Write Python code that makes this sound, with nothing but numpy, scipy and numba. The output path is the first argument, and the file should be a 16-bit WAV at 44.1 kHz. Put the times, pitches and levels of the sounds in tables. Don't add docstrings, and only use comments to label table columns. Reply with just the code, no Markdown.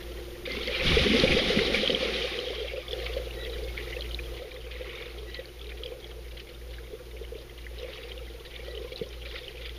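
import sys
import numpy as np
from scipy.fft import rfft, irfft, next_fast_len
from scipy.io import wavfile
from scipy.ndimage import map_coordinates
from numba import njit

SR = 44100
rng = np.random.default_rng(int(sys.argv[2]) if len(sys.argv) > 2 else 0)


def transcribe(signal):
    frames = np.atleast_2d(signal).T
    limited = np.clip(frames, -1, 1)
    pcm = np.round(limited * 32767).astype(np.int16)
    wavfile.write(sys.argv[1], SR, pcm)


N = 431298

# start_s, level_db, pitch_hz
PINGS = [(0.6336, -24, 3000), (0.674, -18.5, 3150), (0.681, -20, 2020), (0.8747, -23, 2260),
         (1.2, -11, 3070), (1.2778, -13, 2350), (1.3189, -12.5, 2210), (1.371, -15, 3110),
         (1.589, -16.5, 2020), (1.745, -14, 2300), (1.8594, -14, 3000), (1.8758, -7, 3200),
         (1.903, -10, 3060), (1.948, -10, 3110), (2.389, -19, 3000), (2.4673, -22, 3160),
         (2.769, -29, 2600), (2.882, -24, 3270), (2.91, -21.5, 3400), (2.9306, -19.5, 3280),
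         (3.0654, -24, 2230), (3.7766, -22, 2130), (3.9657, -24, 2570), (4.008, -22, 3980),
         (4.021, -23, 3120), (4.1107, -27, 3040), (4.19, -21.5, 2380), (4.516, -29.5, 2280),
         (4.563, -34, 1960), (5.6143, -27, 3320), (5.719, -30.5, 2320), (5.835, -21, 3130),
         (5.86, -23, 3160), (6.114, -34, 3090), (7.666, -27.5, 1960), (7.8305, -33, 2690),
         (7.9353, -32, 3710), (8.118, -27, 3040), (8.5624, -27.5, 3500), (8.775, -27, 2930),
         (8.96, -24.5, 3900), (9.3595, -26.5, 2010), (9.4807, -23, 2920), (9.6937, -28, 3218)]
# start_s, level_db, pitch_hz
TICKS = [(0.5194, -26, 4470), (0.674, -25, 4140), (1.199, -17.5, 4000), (3.044, -34, 4500),
         (4.1185, -35, 4100), (4.1455, -26, 3900), (5.345, -29.5, 4070), (5.456, -37, 4300),
         (5.669, -38, 3770), (6.3995, -36, 4420), (6.784, -44.5, 1600), (8.977, -29, 4300),
         (9.09, -41, 5600)]
# start_s, level_db, pitch_hz
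GULPS = [(0.474, -24, 469), (0.676, -25, 485), (0.692, -23, 495), (0.815, -21, 475), (0.968, -11, 421),
         (1.133, -13, 400), (1.235, -9.5, 470), (1.366, -12, 450), (1.5, -15, 452), (1.832, -16.5, 480),
         (1.896, -15, 469), (2.028, -20, 490), (2.245, -23, 470), (2.503, -23, 430), (2.645, -25, 500),
         (2.735, -24, 485), (2.778, -24, 476), (2.93, -24.5, 462), (3.166, -18, 493), (3.627, -25, 440),
         (3.965, -25.5, 460), (4.42, -29, 500), (4.809, -27.5, 464), (5.01, -29.5, 444), (5.39, -26.5, 478),
         (5.92, -30, 450), (6.932, -28, 396), (7.15, -32, 440), (7.212, -28, 408), (7.32, -29, 445),
         (7.353, -31, 396), (7.829, -27.5, 455), (7.885, -32, 470), (8.681, -32, 514), (8.77, -31, 450),
         (8.845, -30, 435), (8.92, -29, 456), (9.013, -21, 426)]
# start_s, level_db, pitch_hz
THUMPS = [(0.932, -15, 50.3), (1.012, -17, 60.4), (1.237, -7.5, 205), (1.335, -19, 64.5),
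          (1.573, -12.5, 176), (9.014, -23, 151)]
# start_s, length_s, peak_pitch_hz, level_db, octave_db (overtone relative to the tone)
SQUEAKS = [(0.485, .078, 2090, -35.5, -20), (3.362, .122, 1950, -44, -2), (3.525, .04, 1930, -50, -1),
           (3.64, .095, 2200, -47.5, -18), (5.26, .072, 1970, -48, -5), (5.338, .075, 1970, -43.5, -11),
           (8.65, .1, 1950, -49, -8)]
# start_s, level_db
SPLASHES = [(0.453, -34.5), (0.504, -37.5), (0.748, -32), (0.871, -26.5), (1.385, -25.5), (3.02, -42),
            (3.058, -37), (3.17, -41), (3.675, -43), (3.767, -40), (3.821, -43), (4.365, -45), (4.71, -42),
            (5.339, -44), (5.39, -45), (5.69, -45), (5.77, -48), (6.1, -54), (6.367, -45), (6.395, -46),
            (6.489, -48), (6.73, -46), (6.78, -51), (7.794, -52), (8.448, -43.5), (8.5, -49), (8.55, -49),
            (9.125, -46), (9.251, -39.5), (9.31, -40), (9.351, -39), (9.376, -40.5), (9.61, -45),
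            (9.652, -38.5)]
# start_s, length_s, fizz_db (small), gurgle_db (big bubbles)
STROKES = [(-0.1, .3, -54, -47.5), (0.46, .08, -36, -41), (0.69, .12, -33.5, -39), (0.8, .27, -27, -36.5),
           (1.12, .25, -29.5, -31.5), (1.47, .3, -31.5, -32.5), (1.98, .06, -32, -37),
           (2.25, .35, -58, -40), (2.87, .1, -43, -38), (3.327, .3, -49, -43), (3.71, .2, -46, -49),
           (4.2, .2, -50, -44), (4.7, .5, -50, -49), (5.678, .25, -56, -47), (7.69, .43, -51.5, -49),
           (8.459, .52, -50.5, -49), (9.19, .5, -50, -58)]
# time_s, level_db
CHURNING = [(0.4, -65), (0.55, -43), (0.74, -58), (0.85, -40), (1.15, -28), (1.37, -32.5), (1.4, -36.5),
            (1.56, -32), (2.0, -40), (2.6, -62)]
# middle_s, half_width_s, level_db
SHOVES = [(0.93, 0.079, -28), (1.32, 0.043, -26.5)]
# middle_s, half_width_s, level_db
FAR_CLOUDS = [(0.93, .2, -34), (4.92, .21, -46), (7.95, .17, -49)]

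GURGLE_SPECTRUM = [(180, -35.5), (300, -32), (335, -8), (420, -0.5), (510, 3.5), (560, -6.5), (620, -19.5),
                   (730, -13), (950, -27.5), (1400, -54.5)]
FIZZ_SPECTRUM = [(500, -16), (800, -7), (980, -21.5), (1100, -13), (1650, -9), (2000, -1.5), (2350, -1),
                 (2620, -5), (3150, -0.5), (3750, -3), (4300, -8), (5000, -10.5), (6800, -22.5),
                 (9700, -24), (14000, -41)]
CHURN_SPECTRUM = [(60, -6), (100, -33), (160, -7.5), (215, 5.5), (310, -2), (420, 5.5), (600, -50),
                  (950, -66)]
PUSH_SPECTRUM = [(15, 0.5), (30, 1.5), (75, 0), (110, -8), (170, -3.5), (400, -86)]
HISS_SPECTRUM = [(15, 6.5), (35, 11), (70, 4), (110, 0), (280, -3.5), (450, 2), (700, -9.5), (1000, -11.5),
                 (3000, -11), (6000, -17.5), (10000, -19), (15000, -21.5)]
FAR_SPECTRUM = [(700, -15.5), (1150, 0.5), (1600, -2.5), (2200, 8.5), (3300, -1.5), (6000, -19)]
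# start_s, end_s
SWELL_SPAN_S = (2.87, 4.39)

TOP_HZ, NOTCH_HZ = 15300, 7850
PLUME_RISE_S = .045
CALM_FADE_DB_PER_S, FADE_SLOWING_PER_DB = 28, 0.0171
CALM_FIZZ_DB, CALM_GURGLE_DB = -57, -52
WAKE_DB = -9.5
HUM_DB, VANE_DB, HISS_DB = -41.5, -56.5, -50
SECOND_MOTOR_DB = -47.5
SWELL_HUM_DB, SWELL_HISS_DB = 6, 4
CLEAR_VANE_DB, CLEAR_HISS_DB = 10, 4
BEAT_HZ, BEAT_START_TURNS, BEAT_LAG_TURNS = 2.005, -.29, .2
REFERENCE_FIZZ_DB = -46
CRACKLE_DB, WASH_DB, PLIP_DB = -0.5, -5, -15
BURSTS_PER_S, BURSTS_GROW = 140, .75
FUSING = 0.2
BURST_SPREAD_DB, GURGLE_SPREAD_DB = 11, 5
PING_CYCLES, PING_SWELL_CYCLES = 4.2, 5
TICK_CYCLES, TICK_SWELL_CYCLES = 2.2, 2.4
GULP_RISE, PING_RISE = .04, .01
SQUEAK_WAVER, SQUEAK_HOARSE_PER_DB = .011, .06


def amp(db):
    return 10 ** (np.asarray(db) / 20)


def unit(x):
    return x / np.sqrt(np.mean(x ** 2) + 1e-20)


def clock():
    return np.arange(N) / SR


def level_curve(rows):
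    time_s, level_db = np.transpose(rows)
    return np.interp(clock(), time_s, level_db)


def during(start, end):
    t = clock()
    return np.clip(.5 + np.minimum(t - start, end - t) / .04, 0, 1)


def swells(rows):
    t = clock()
    return sum(amp(db) * np.exp(-((t - s) / width) ** 2) for s, width, db in rows)


def wobble(rate):
    knots = rng.standard_normal(int(N * rate / SR) + 4)
    return map_coordinates(knots, [np.arange(N) * rate / SR])


def coloured(x, spectrum):
    m = 2 * next_fast_len(N // 2 + 8192)
    hz, db = np.transpose(spectrum)
    bins_hz = np.fft.rfftfreq(m, 1 / SR)
    gain_db = np.interp(np.log(bins_hz + 1), np.log(hz), db)
    cepstrum = irfft(np.log(amp(gain_db)))
    cepstrum[1:m // 2] *= 2
    cepstrum[m // 2 + 1:] = 0
    response = np.exp(rfft(cepstrum))
    return unit(irfft(rfft(x, m) * response)[:N])


@njit
def ring(times, sizes, pitches, lives, rise, onset, n, sr):
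    out = np.zeros(n)
    for k in range(len(times)):
        start = int(times[k] * sr)
        length = min(int(6 * lives[k] * sr / pitches[k]), n - start)
        for i in range(length):
            cycles = i * pitches[k] / sr
            age = cycles / lives[k]
            envelope = np.exp(-age) * (1 - np.exp(-cycles / onset))
            out[start + i] += sizes[k] * envelope * np.sin(2 * np.pi * cycles * (1 + rise * age))
    return out


def swarm(rate, low_hz, high_hz, life, spread_db, rise, clump_db):
    born = np.cumsum(rate * amp(clump_db * wobble(35))) / SR
    when, pitch, size, damping = rng.random((int(born[-1]), 4)).T
    at = np.minimum(np.searchsorted(born, when * born[-1]), N - 1)
    hz = low_hz + (high_hz - low_hz) * pitch
    nearness = amp(spread_db * size ** 3)
    sizes = nearness * np.sqrt(hz / rate[at])
    return unit(ring(at / SR, sizes, hz, life * (.5 + damping), rise, 0.42, N, SR))


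def bursts(rate, low_hz, high_hz, span_s, detune_octaves, life, spread_db, count):
    born = np.cumsum(rate * np.ones(N)) / SR
    draws = rng.random((int(born[-1]), count + 1, 3))
    when, pitch, size = np.moveaxis(draws[:, :1], 2, 0)
    delay, detune, share = np.moveaxis(draws[:, 1:], 2, 0)
    at = np.minimum(np.searchsorted(born, when * born[-1]), N - 1)
    centre_hz = low_hz + (high_hz - low_hz) * pitch
    hz = centre_hz * 2 ** (detune_octaves * (detune - .5))
    sizes = amp(spread_db * size ** 2) * share * np.sqrt(hz / rate[at])
    times = at / SR + span_s * delay ** 2
    lives = np.full(hz.size, float(life))
    return unit(ring(times.ravel(), sizes.ravel(), hz.ravel(), lives, 0.01, 1.5, N, SR))


def pool(x, t60, wet_db):
    hop = SR // 16
    blocks = np.pad(x, (0, -N % hop)).reshape(-1, hop)
    decay = amp(-60 * np.arange(hop) / SR / t60)
    tails = rng.standard_normal(blocks.shape) * decay
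    tails /= np.linalg.norm(tails, axis=1, keepdims=True)
    echoes = irfft(rfft(blocks, 2 * hop) * rfft(tails, 2 * hop))
    spill = np.pad(echoes[:, hop:].ravel(), (hop, 0))[:N]
    wet = echoes[:, :hop].ravel()[:N] + spill
    return x + amp(wet_db) * wet


def plumes(column, calm_db):
    t = clock()
    power = np.full(N, amp(calm_db) ** 2)
    for start, length, fizz_db, gurgle_db in STROKES:
        db = {"fizz": fizz_db, "gurgle": gurgle_db}[column]
        fill = 1 - np.exp(-np.maximum(t - start, 0) / PLUME_RISE_S)
        fade = CALM_FADE_DB_PER_S * np.exp(-FADE_SLOWING_PER_DB * (db - calm_db))
        faded_db = db - fade * np.maximum(t - start - length, 0)
        power += (fill * amp(faded_db)) ** 2
    return 10 * np.log10(power)


def pump_hum():
    t = clock()
    swell, clear = during(*SWELL_SPAN_S), during(-1, SHOVES[0][0])
    hum_db = HUM_DB + SWELL_HUM_DB * swell
    vane_db = VANE_DB + SWELL_HUM_DB * swell + CLEAR_VANE_DB * clear
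    slip_turns = BEAT_START_TURNS + BEAT_HZ * t - BEAT_LAG_TURNS * during(SWELL_SPAN_S[1], np.inf)
    shaft, mains = 2 * np.pi * 57.03 * t, 2 * np.pi * 60 * t
    first = amp(hum_db) * np.sin(shaft)
    second = amp(SECOND_MOTOR_DB) * np.sin(shaft + 2 * np.pi * slip_turns)
    mains_hum = amp(hum_db - 14.5) * np.sin(2 * mains)
    vanes = np.sin(6 * shaft + .5 * wobble(2))
    buzz = np.sin(6 * mains)
    return first + second + mains_hum + amp(vane_db) * (vanes + amp(-0.5) * buzz)


def hiss():
    swell, clear = during(*SWELL_SPAN_S), during(-1, SHOVES[0][0])
    level_db = HISS_DB + SWELL_HISS_DB * swell + CLEAR_HISS_DB * clear
    return amp(level_db) * coloured(rng.standard_normal(N), HISS_SPECTRUM)


def gurgle():
    level_db = plumes("gurgle", CALM_GURGLE_DB)
    rate = 200 * amp(.4 * (level_db + 45.5))
    bubbles = swarm(rate, 300.3, 916, life=5.64, spread_db=GURGLE_SPREAD_DB, rise=0.031, clump_db=1.1)
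    return amp(level_db) * coloured(bubbles + rng.standard_normal(N), GURGLE_SPECTRUM)


def fizz():
    level_db = plumes("fizz", CALM_FIZZ_DB)
    thick_db = level_db - REFERENCE_FIZZ_DB
    thickness = amp(thick_db)
    bubbles = bursts(BURSTS_PER_S * thickness ** BURSTS_GROW, 1800, 5060, span_s=.016,
                     detune_octaves=0.913, life=5.2, spread_db=BURST_SPREAD_DB, count=7)
    crackle = coloured(pool(bubbles, t60=0.028, wet_db=-3.5), FIZZ_SPECTRUM)
    swirl = amp(1.4 * wobble(40))
    wash = coloured(rng.standard_normal(N), FIZZ_SPECTRUM) * swirl
    plips = swarm(200 * thickness ** .7, 1015, 1433, life=8.6, spread_db=26, rise=0.01, clump_db=3)
    fused_db = FUSING * np.maximum(thick_db, 0)
    mix = amp(CRACKLE_DB - fused_db) * crackle
    mix += amp(WASH_DB + fused_db / 2) * wash
    mix += amp(PLIP_DB - 0.17 * thick_db) * plips
    return amp(level_db) * mix


def surge():
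    churn = amp(level_curve(CHURNING)) * during(CHURNING[0][0], CHURNING[-1][0])
    push_gain = swells(SHOVES) + amp(WAKE_DB) * churn
    push = push_gain * coloured(rng.standard_normal(N), PUSH_SPECTRUM)
    pockets = swarm(np.full(N, 170.), 111.4, 419, life=2.0, spread_db=5.0, rise=0.01, clump_db=3.5)
    return amp(2.5) * (push + churn * coloured(pockets, CHURN_SPECTRUM))


def splashes():
    t = clock()
    strength = np.zeros(N)
    for s, db in SPLASHES:
        age = np.clip((t - s) / 0.0076, 0, 20)
        strength += amp(db) * age * np.exp(1 - age)
    spray = swarm(np.full(N, 2200.), 1135, 4975, life=5.2, spread_db=6.0, rise=0.0098, clump_db=1)
    return strength * coloured(spray, FIZZ_SPECTRUM)


def gulps():
    s, db, hz = np.transpose(GULPS)
    main = ring(s, amp(db + 2.5), hz, np.full(len(s), 3.8), GULP_RISE, 1.1, N, SR)
    delay, pitch = rng.random((len(s), 2)).T
    follower_s = s + .012 + .02 * delay
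    follower_hz = 460 + 100 * pitch
    follower = ring(follower_s, amp(db - 7.5), follower_hz, np.full(len(s), 4.), GULP_RISE, 1.1, N, SR)
    return pool(main + follower, t60=0.043, wet_db=-25.0)


def squeaks():
    out = np.zeros(N)
    for s, length, hz, db, octave_db in SQUEAKS:
        progress = np.clip((clock() - s) / length, 0, 1)
        arch = np.abs(np.sin(np.pi * progress)) ** 0.46
        scatter = SQUEAK_WAVER * np.exp(SQUEAK_HOARSE_PER_DB * (db + 46))
        waver = scatter * (wobble(700) + .7 * wobble(35))
        phase = 2 * np.pi * np.cumsum(hz * (1 - 0.023 * (1 - arch) + waver)) / SR
        tone = unit(amp(3 * wobble(240))) * np.sin(phase)
        overtone = unit(amp(4.5 * wobble(60))) * np.sin(2 * phase)
        out += amp(db) * arch * (tone + amp(octave_db) * overtone)
    return out


def ticks():
    s, db, hz = np.transpose(TICKS)
    lives = np.full(len(s), TICK_CYCLES)
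    contacts = ring(s, amp(db + 10.5), hz, lives, 0.0048, TICK_SWELL_CYCLES, N, SR)
    return pool(contacts, t60=0.018, wet_db=4.0)


def pings():
    s, db, hz = np.transpose(PINGS)
    main = ring(s, amp(db + 8.5), hz, np.full(len(s), PING_CYCLES), PING_RISE, PING_SWELL_CYCLES, N, SR)
    delay, detune = np.moveaxis(rng.random(size=(len(s), 4, 2)), 2, 0)
    times = s[:, None] + .012 * delay
    pitches = hz[:, None] * 2 ** (1.1 * (detune - .45))
    sizes = amp(db[:, None] - 7.0 - 9.7 * delay)
    lives = np.full(times.size, 3.)
    satellites = ring(times.ravel(), sizes.ravel(), pitches.ravel(), lives, 0.011, 1.1, N, SR)
    return pool(main + satellites, t60=.028, wet_db=-11)


def far_clouds():
    bubbles = swarm(np.full(N, 1500.), 810, 4800, life=6.0, spread_db=8, rise=0.016, clump_db=1.5)
    return swells(FAR_CLOUDS) * coloured(bubbles, FAR_SPECTRUM)


def thumps():
    s, db, hz = np.transpose(THUMPS)
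    return ring(s, amp(db + 1.0), hz, np.full(len(s), .7), 0.042, 0.25, N, SR)


def scene():
    background = pump_hum() + hiss()
    clouds = gurgle() + fizz() + surge() + splashes() + far_clouds()
    events = gulps() + squeaks() + ticks() + pings() + thumps()
    return (background + clouds + events)[None]


def record(dry):
    m = next_fast_len(N + SR // 2)
    hz = np.fft.rfftfreq(m, 1 / SR)
    offset_hz = hz - NOTCH_HZ
    notch = (offset_hz / np.hypot(offset_hz, 700)) ** 2
    return irfft(rfft(dry, m) * notch * (hz < TOP_HZ), m)[..., :N]


dry = scene()
out = record(dry)
transcribe(out)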